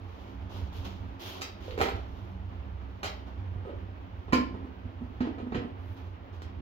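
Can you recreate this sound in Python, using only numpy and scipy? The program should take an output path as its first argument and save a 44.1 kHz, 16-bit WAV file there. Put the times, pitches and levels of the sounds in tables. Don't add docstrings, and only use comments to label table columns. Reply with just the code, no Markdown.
import sys
import numpy as np
from scipy import signal
from scipy.fft import rfft, irfft, next_fast_len
from scipy.io import wavfile

SR = 44100
rng = np.random.default_rng(int(sys.argv[2]) if len(sys.argv) > 2 else 0)


def boost(x):
    u = np.asarray(x, float) / 20
    return 10 ** u


def put_to_file(sound):
    columns = np.atleast_2d(sound).T
    safe = np.clip(columns, -1, 1)
    whole_steps = np.round(safe * 32767)
    wavfile.write(sys.argv[1], SR, whole_steps.astype(np.int16))


N = 291501


def rms_one(x):
    return x / np.sqrt(np.mean(x ** 2) + 1e-20)


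def at_hz(points, hz):
    curve_hz, value = np.transpose(points)
    return np.interp(np.log(hz + 1), np.log(curve_hz), value)


def coloured(x, spectrum):
    size = next_fast_len(x.shape[-1])
    gain = rms_one(boost(at_hz(spectrum, np.fft.rfftfreq(size, 1 / SR))))
    return irfft(rfft(x, size) * gain, size)[..., :x.shape[-1]]


def drift(rate_hz):
    steps = rng.standard_normal(int(N / SR * 40) + 2)
    smooth = signal.filtfilt([1], [1, -np.exp(-2 * np.pi * rate_hz / 40)], steps)
    return np.interp(np.arange(N) / SR * 40, np.arange(len(steps)), rms_one(smooth - smooth.mean()))


def ring(clicks, hz, t60):
    r = boost(-60 / (t60 * SR))
    w = 2 * np.pi * hz / SR
    return signal.lfilter([0, np.sin(w)], [1, -2 * r * np.cos(w), r * r], clicks + 1e-18)


FIRM_DB = -35


def contacts(table, modes, crack, thump_t60, rise_s, chatter_s, sharper, thump_db, ring_db, crack_db, first_db):
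    thump, chatter = np.zeros(N), np.zeros((2, N))
    t = np.arange(4096) / SR
    shape = (len(table), len(t))
    grit = rng.standard_normal(shape) * np.sqrt(rng.exponential(1, shape))
    rise = 1 - np.exp(-t / rise_s)
    for (s, low_db, hz, click_db), clicks in zip(table, grit):
        start = round(s * SR)
        at = slice(start, start + len(t))
        thump[at] += boost(low_db + thump_db - 60 * t / thump_t60) * rise * np.sin(2 * np.pi * hz * t)
        first_touch = boost(first_db) * (t == 0)
        burst = boost(click_db) * (clicks * rise * np.exp(-t / chatter_s) + first_touch)
        firm_crack_db = crack_db + sharper * (click_db - FIRM_DB)
        chatter[:, at] += boost([[ring_db], [firm_crack_db]]) * burst
    rings = sum(boost(db) * ring(chatter[0], hz, t60) for hz, db, t60 in modes)
    return thump + rings + coloured(chatter[1], crack)


# (time [s], thump level [dB], thump pitch [Hz], click level [dB])
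CLANK = [
    (4.3245, -42, 323, -26),
    (4.3305, -12.5, 265, -16),
    (4.346, -25, 284, -37),
    (4.383, -17.5, 261, -42.5),
]
# (frequency [Hz], level [dB], t60 [s])
CLANK_MODES = [(400, -7, 0.034), (497, -1.5, 0.021), (800, -3.5, 0.012), (1048, -7.5, 0.15),
               (1154, 0.5, 0.016), (1470, -15, 0.013), (1750, -9.5, 0.013), (2565, -31, .08),
               (2470, -35.5, 0.068), (4650, -52.5, .2), (4790, -31, 0.17), (4840, -37, .15),
               (5400, -40, .15), (7530, -44, 0.1)]
# (frequency [Hz], density [dB per Hz])
CLANK_CRACK = [(700, -43), (1300, 11.5), (2300, 6.5), (3300, -4.5), (4800, -7.5), (7000, -14.5),
               (9000, -24), (10500, -24), (13000, -24), (16000, -26)]


def portafilter_clank():
    return contacts(CLANK, CLANK_MODES, CLANK_CRACK, 0.071, rise_s=0.00061, chatter_s=0.005, sharper=-0.11,
                    thump_db=0.0, ring_db=-18.5, crack_db=0.9, first_db=14)


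# (time [s], thump level [dB], thump pitch [Hz], click level [dB])
HEAD = [(4.281, -50, 186, -43.5), (4.543, -33.5, 197, -43), (4.644, -33, 272, -50.5),
        (4.854, -36, 250, -56), (5.008, -33.5, 227, -53), (5.016, -29, 233, -47.5),
        (5.202, -45, 252, -48.5), (5.206, -17, 253.3, -35), (5.225, -37, 313, -66), (5.251, -38, 242, -41),
        (5.269, -26.5, 312, -41), (5.382, -43, 180, -40.5), (5.399, -38, 229, -43),
        (5.427, -29.5, 244, -51), (5.467, -29, 247, -47.5), (5.521, -31, 240, -39), (5.546, -26, 180, -34),
        (5.562, -23.5, 272, -39), (5.619, -30.5, 267, -45), (5.648, -27.5, 259, -49),
        (5.678, -35.5, 257, -54.5)]
# (time [s], thump level [dB], thump pitch [Hz], click level [dB])
COUNTER = [
    (3.557, -28, 96, -47),
    (4.852, -28.5, 85, -64),
    (5.573, -25.5, 104, -60),
]
# (time [s], thump level [dB], thump pitch [Hz], click level [dB])
LIFT = [
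    (3.651, -36, 519, -44.5),
    (3.669, -35, 400, -47),
    (3.693, -38, 560, -44),
    (3.725, -49, 487, -64),
]
# (frequency [Hz], level [dB], t60 [s])
HEAD_MODES = [(378, -6.5, 0.061), (450, 5, 0.02), (620, -3.5, 0.0037), (715, 1, 0.012), (862, -2.5, 0.0084),
              (1054, -3, 0.012), (1290, -6.5, 0.039), (1964, -12.5, 0.017)]
# (frequency [Hz], density [dB per Hz])
HEAD_CRACK = [(700, -50.5), (1300, 12), (2200, 4.5), (3300, -3), (5000, -14), (7000, -19.5), (9000, -32.5),
              (10500, -30), (13000, -30), (16000, -40)]


def portafilter_twist():
    return contacts(HEAD + COUNTER + LIFT, HEAD_MODES, HEAD_CRACK, 0.064, rise_s=0.0014, chatter_s=0.0093,
                    sharper=0.54, thump_db=2.0, ring_db=-17.5, crack_db=2.5, first_db=14)


# (time [s], thump level [dB], thump pitch [Hz], click level [dB])
SWITCH = [(1.68, -26.5, 510, -61), (1.719, -28.5, 470, -52), (1.778, -19, 446, -33),
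          (1.789, -22.5, 315, -31), (1.8, -20, 623, -33.5), (1.8055, -25, 930, -24),
          (1.814, -17.5, 473, -18), (1.829, -20, 422, -34), (1.844, -25, 307, -42),
          (1.859, -25.5, 274, -29.5), (1.887, -27.5, 450, -30)]
# (frequency [Hz], level [dB], t60 [s])
SWITCH_MODES = [(560, -21, .03), (785, -4.5, 0.049), (980, 5.5, 0.011), (1330, -1, 0.01),
                (2380, -34, 0.018)]
# (frequency [Hz], density [dB per Hz])
SWITCH_CRACK = [(700, -43), (1300, 16), (2200, 9), (3300, 0.5), (5000, -7.5), (7000, -12.5), (9000, -23),
                (10500, -20), (13000, -18), (16000, -21)]


def switch_press():
    return contacts(SWITCH, SWITCH_MODES, SWITCH_CRACK, 0.024, rise_s=0.0012, chatter_s=0.0034, sharper=0.0089,
                    thump_db=1.5, ring_db=-21, crack_db=-1.0, first_db=18.5)


# (time [s], thump level [dB], thump pitch [Hz], click level [dB])
TRAY = [
    (3.031, -30, 407, -34.5),
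    (3.045, -48, 382, -36.5),
    (3.057, -56, 555, -37.5),
    (3.28, -38, 278, -54),
]
# (frequency [Hz], level [dB], t60 [s])
TRAY_MODES = [(480, -18, 0.0094), (620, -4, 0.035), (803, 5, 0.018), (1127, 7, 0.01), (1270, -2.5, 0.02)]
# (frequency [Hz], density [dB per Hz])
TRAY_CRACK = [(700, -30), (1300, 11), (2200, 3.5), (3300, -2), (4700, -7.5), (7000, -13), (9000, -26),
              (10500, -23), (13000, -24), (16000, -25)]


def tray_nudge():
    return contacts(TRAY, TRAY_MODES, TRAY_CRACK, 0.03, rise_s=0.0002, chatter_s=0.01, sharper=1.0,
                    thump_db=-2.5, ring_db=-22.5, crack_db=4, first_db=13)


# (time [s], thump level [dB], thump pitch [Hz], click level [dB])
GRIP = [
    (6.346, -59, 304, -63),
    (6.4202, -59, 260, -45.5),
]


def housing_grip():
    return contacts(GRIP, HEAD_MODES, TRAY_CRACK, 0.051, rise_s=0.00025, chatter_s=0.0018, sharper=0.011,
                    thump_db=3.0, ring_db=-26, crack_db=-2, first_db=25)


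# (time [s], thump level [dB], thump pitch [Hz], click level [dB])
STEP = [
    (1.412, -52, 400, -45),
    (1.4185, -55, 305, -35),
]
# (frequency [Hz], density [dB per Hz])
STEP_CRACK = [(700, -34), (1300, 4.5), (2200, -0.5), (3300, -6.5), (5000, -5.5), (7000, -11.5), (9000, -27),
              (10500, -22), (13000, -21), (16000, -23)]


def slipper_slap():
    return contacts(STEP, TRAY_MODES, STEP_CRACK, .03, rise_s=0.00024, chatter_s=0.0058, sharper=.01,
                    thump_db=-14.0, ring_db=-31, crack_db=-1, first_db=24)


# (time [s], thump level [dB], thump pitch [Hz], click level [dB])
TICK = [
    (1.709, -48, 480, -47),
]
# (frequency [Hz], level [dB], t60 [s])
TICK_MODES = [(3100, -7, .005), (3800, -3.5, .005), (4430, -9, 0.0052)]


def small_tick():
    return contacts(TICK, TICK_MODES, STEP_CRACK, 0.025, rise_s=.0002, chatter_s=.002, sharper=0,
                    thump_db=-3, ring_db=-14, crack_db=-4, first_db=23.5)


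# (start [s], swell [s], level [dB], extra fine hiss [dB])
STROKES = [(.08, 0.21, -69.5, 1.5), (0.491, 0.085, -54, -1), (.72, 0.054, -53.5, 1.5),
           (0.843, 0.0081, -49.5, -2.5), (1.192, 0.11, -44, 1.5), (1.33, 0.05, -61, -3.5),
           (1.6, 0.085, -53.5, -1.5), (1.95, 0.013, -60.5, -6), (2.05, 0.22, -74.5, 4.5),
           (3.12, 0.017, -74, 1.5), (3.26, 0.022, -69, -4), (5.78, 0.16, -75.5, 14),
           (5.96, 0.014, -65.5, 1), (6.32, 0.022, -70, -2)]
RUSTLE_DB, RUSTLE_FADE_DB_PER_S = -68.5, 0.72
STROKE_ATTACK_S, STROKE_SWELL_DB = 0.0085, 11
STROKE_FADE_DB_PER_S, HISS_FADE_DB_PER_S = 134, 177


def strokes(drag_follows, drag_db, hiss_follows, hiss_db, uneven_db):
    t = np.arange(N) / SR
    level = boost(RUSTLE_DB - RUSTLE_FADE_DB_PER_S * t) * boost([[0], [drag_db], [hiss_db]])
    fades = np.array([[STROKE_FADE_DB_PER_S], [STROKE_FADE_DB_PER_S], [HISS_FADE_DB_PER_S]])
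    for s, swell_s, db, fine_db in STROKES:
        above = db - RUSTLE_DB
        drag_peak = drag_db + drag_follows * above - fine_db
        hiss_peak = hiss_db + hiss_follows * above + fine_db
        peak_db = db + np.array([[0], [drag_peak], [hiss_peak]])
        before_peak_db = STROKE_SWELL_DB * np.clip(1 - (t - s) / swell_s, 0, 1) ** 2
        after_peak_db = fades * np.maximum(t - s - swell_s, 0)
        attack = np.clip((t - s) / STROKE_ATTACK_S, 0, 1)
        level += attack * boost(peak_db - before_peak_db - after_peak_db)
    return level * boost(uneven_db * drift(12))


# (frequency [Hz], density [dB per Hz])
SCUFF_COLOUR = [(700, -44), (1200, -4), (2000, -3.5), (3200, 4.5), (4500, -3.5), (6500, -10.5), (8500, -30),
                (10000, -44)]
# (frequency [Hz], density [dB per Hz])
DRAG_COLOUR = [(200, -38.5), (350, 5.5), (500, -5.5), (900, -1), (1500, -10.5), (2500, -73)]
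# (frequency [Hz], density [dB per Hz])
HISS_COLOUR = [(7000, -36.5), (9000, -10), (10500, -2), (13000, 5), (16000, -2)]


def rubbing(level, grain):
    grains = rms_one(rng.standard_normal((3, N)) * rng.exponential(1, (3, N)) ** grain)
    colours = [SCUFF_COLOUR, DRAG_COLOUR, HISS_COLOUR]
    return sum(coloured(x, colour) for x, colour in zip(level * grains, colours))


# (time [s], level [dB])
RUMBLE = [(0.0, -46.5), (0.9, -39.5), (1.45, -48), (1.75, -41), (3.28, -46), (3.54, -43), (3.88, -43.5),
          (4.57, -44.5), (6.22, -46.5), (6.61, -43.5)]
# (frequency [Hz], width [Hz], level [dB])
ROOM_MODES = [(37.7, 7, -17), (66.4, 6.9, -2.5), (92.16, 11.9, 1), (109.8, 7.4, -19), (192, 21.5, -12),
              (269.6, 4.6, -13), (335.7, 15, -22)]


def rumble(patchy_db):
    out = 0
    for hz, width_hz, db in ROOM_MODES:
        mode = ring(rng.standard_normal((2, N)), hz, 1.73 / width_hz)
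        mode = ring(mode, hz, 1.0 / width_hz)
        out = out + boost(db + patchy_db * drift(2.0)) * rms_one(mode)
    s, level_db = np.transpose(RUMBLE)
    return boost(np.interp(np.arange(N) / SR, s, level_db) + 3.5) * rms_one(out)


# (frequency [Hz], density [dB per Hz])
AIR = [(70, -37), (130, -12.5), (190, -5.5), (230, -3), (270, 0), (400, -6), (900, -6.5), (1600, -14.5),
       (3000, -20.5), (5000, -37.5), (7000, -54), (9000, -69), (13000, -59), (16000, -39.5)]


def air():
    return boost(-51.5 + 1.1 * drift(12)) * coloured(rng.standard_normal((2, N)), AIR)


# (frequency [Hz], left-right likeness [0-1])
LIKENESS = [(60, 0.98), (130, 0.98), (290, 0.79), (640, 0.51), (1400, 0.3), (3000, 0.041), (7000, 0.016),
            (15000, .05)]
# (frequency [Hz], left minus right [dB])
LEAN = [(60, -5.5), (150, -3.5), (380, -3), (950, -2), (2380, -2), (5980, 2.5), (15000, 7.5)]
PORT_LAG_S = 0.000404


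def ports(two):
    margin = 4096
    wide = np.pad(two, [(0, 0), (margin, margin)], "reflect")
    size = next_fast_len(wide.shape[1])
    hz = np.fft.rfftfreq(size, 1 / SR)
    alike = np.clip(at_hz(LIKENESS, hz), 0, .995)
    lean = boost(at_hz(LEAN, hz) / 2)
    mid, side = rfft(wide, size) * np.sqrt([(1 + alike) / 2, (1 - alike) / 2])
    late = np.exp(-2j * np.pi * hz * PORT_LAG_S)
    both = irfft([(mid + side) * lean, (mid - side) / lean * late], size)
    return both[:, margin:margin + two.shape[1]]


# (frequency [Hz], level [dB])
KITCHEN_DB = [(100, -13), (260, -6.5), (600, -3.5), (1500, -3.5), (4000, 4.5), (14000, 0.5)]
# (frequency [Hz], t60 [s])
KITCHEN_T60 = [(100, 0.57), (260, 0.51), (600, 0.46), (1500, 0.35), (4000, 0.38), (8000, 0.18),
               (14000, 0.28)]


def kitchen(x, direct_db, build_s, build_turns, lag_s, lean_db):
    t, tail = np.arange(2 ** 15) / SR, 0
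    noise = [ports(rng.standard_normal((2, len(t)))) for draw in range(2)]
    edges = 60 * 2. ** np.arange(0, 8.6, .5)
    for k, (low, high) in enumerate(zip(edges, edges[1:])):
        band_pass = signal.butter(2, [low, min(high, 20000)], "band", fs=SR, output="sos")
        band = signal.sosfilt(band_pass, noise[k % 2])
        hz = np.sqrt(low * high)
        build = 1 - np.exp(-t / (build_s + build_turns / hz))
        tail = tail + band * build * boost(at_hz(KITCHEN_DB, hz) - 60 * t / at_hz(KITCHEN_T60, hz))
    tail = tail / 20
    tail[0, 0] += boost(direct_db + lean_db / 2)
    tail[1, round(lag_s * SR)] += boost(direct_db - lean_db / 2)
    return signal.fftconvolve(x[None], tail, axes=1)[:, :N]


def scene():
    hits = portafilter_clank() + portafilter_twist() + switch_press() + tray_nudge()
    hits = hits + housing_grip() + slipper_slap() + small_tick()
    room = kitchen(hits, direct_db=-0.5, build_s=0.00073, build_turns=1.6, lag_s=.0003, lean_db=-4.5)
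    pressure = strokes(drag_follows=-0.55, drag_db=10.5, hiss_follows=0.12, hiss_db=-16.0, uneven_db=0.97)
    rubs = np.array([rubbing(pressure, grain=0.78) for side in range(2)])
    return room + ports(rubs + air() + rumble(patchy_db=2.38))


def top_cut(x):
    return signal.sosfilt(signal.butter(12, 16570, fs=SR, output="sos"), x)


def record(dry):
    thin = signal.sosfilt(signal.butter(4, 33, "high", fs=SR, output="sos"), dry)
    cut = signal.sosfilt(signal.ellip(12, .5, 60, 15830, fs=SR, output="sos"), thin)
    mix = cut * np.clip((N - np.arange(N)) / 200, 0, 1)
    return top_cut(mix)


dry = scene()
out = record(dry)
put_to_file(out)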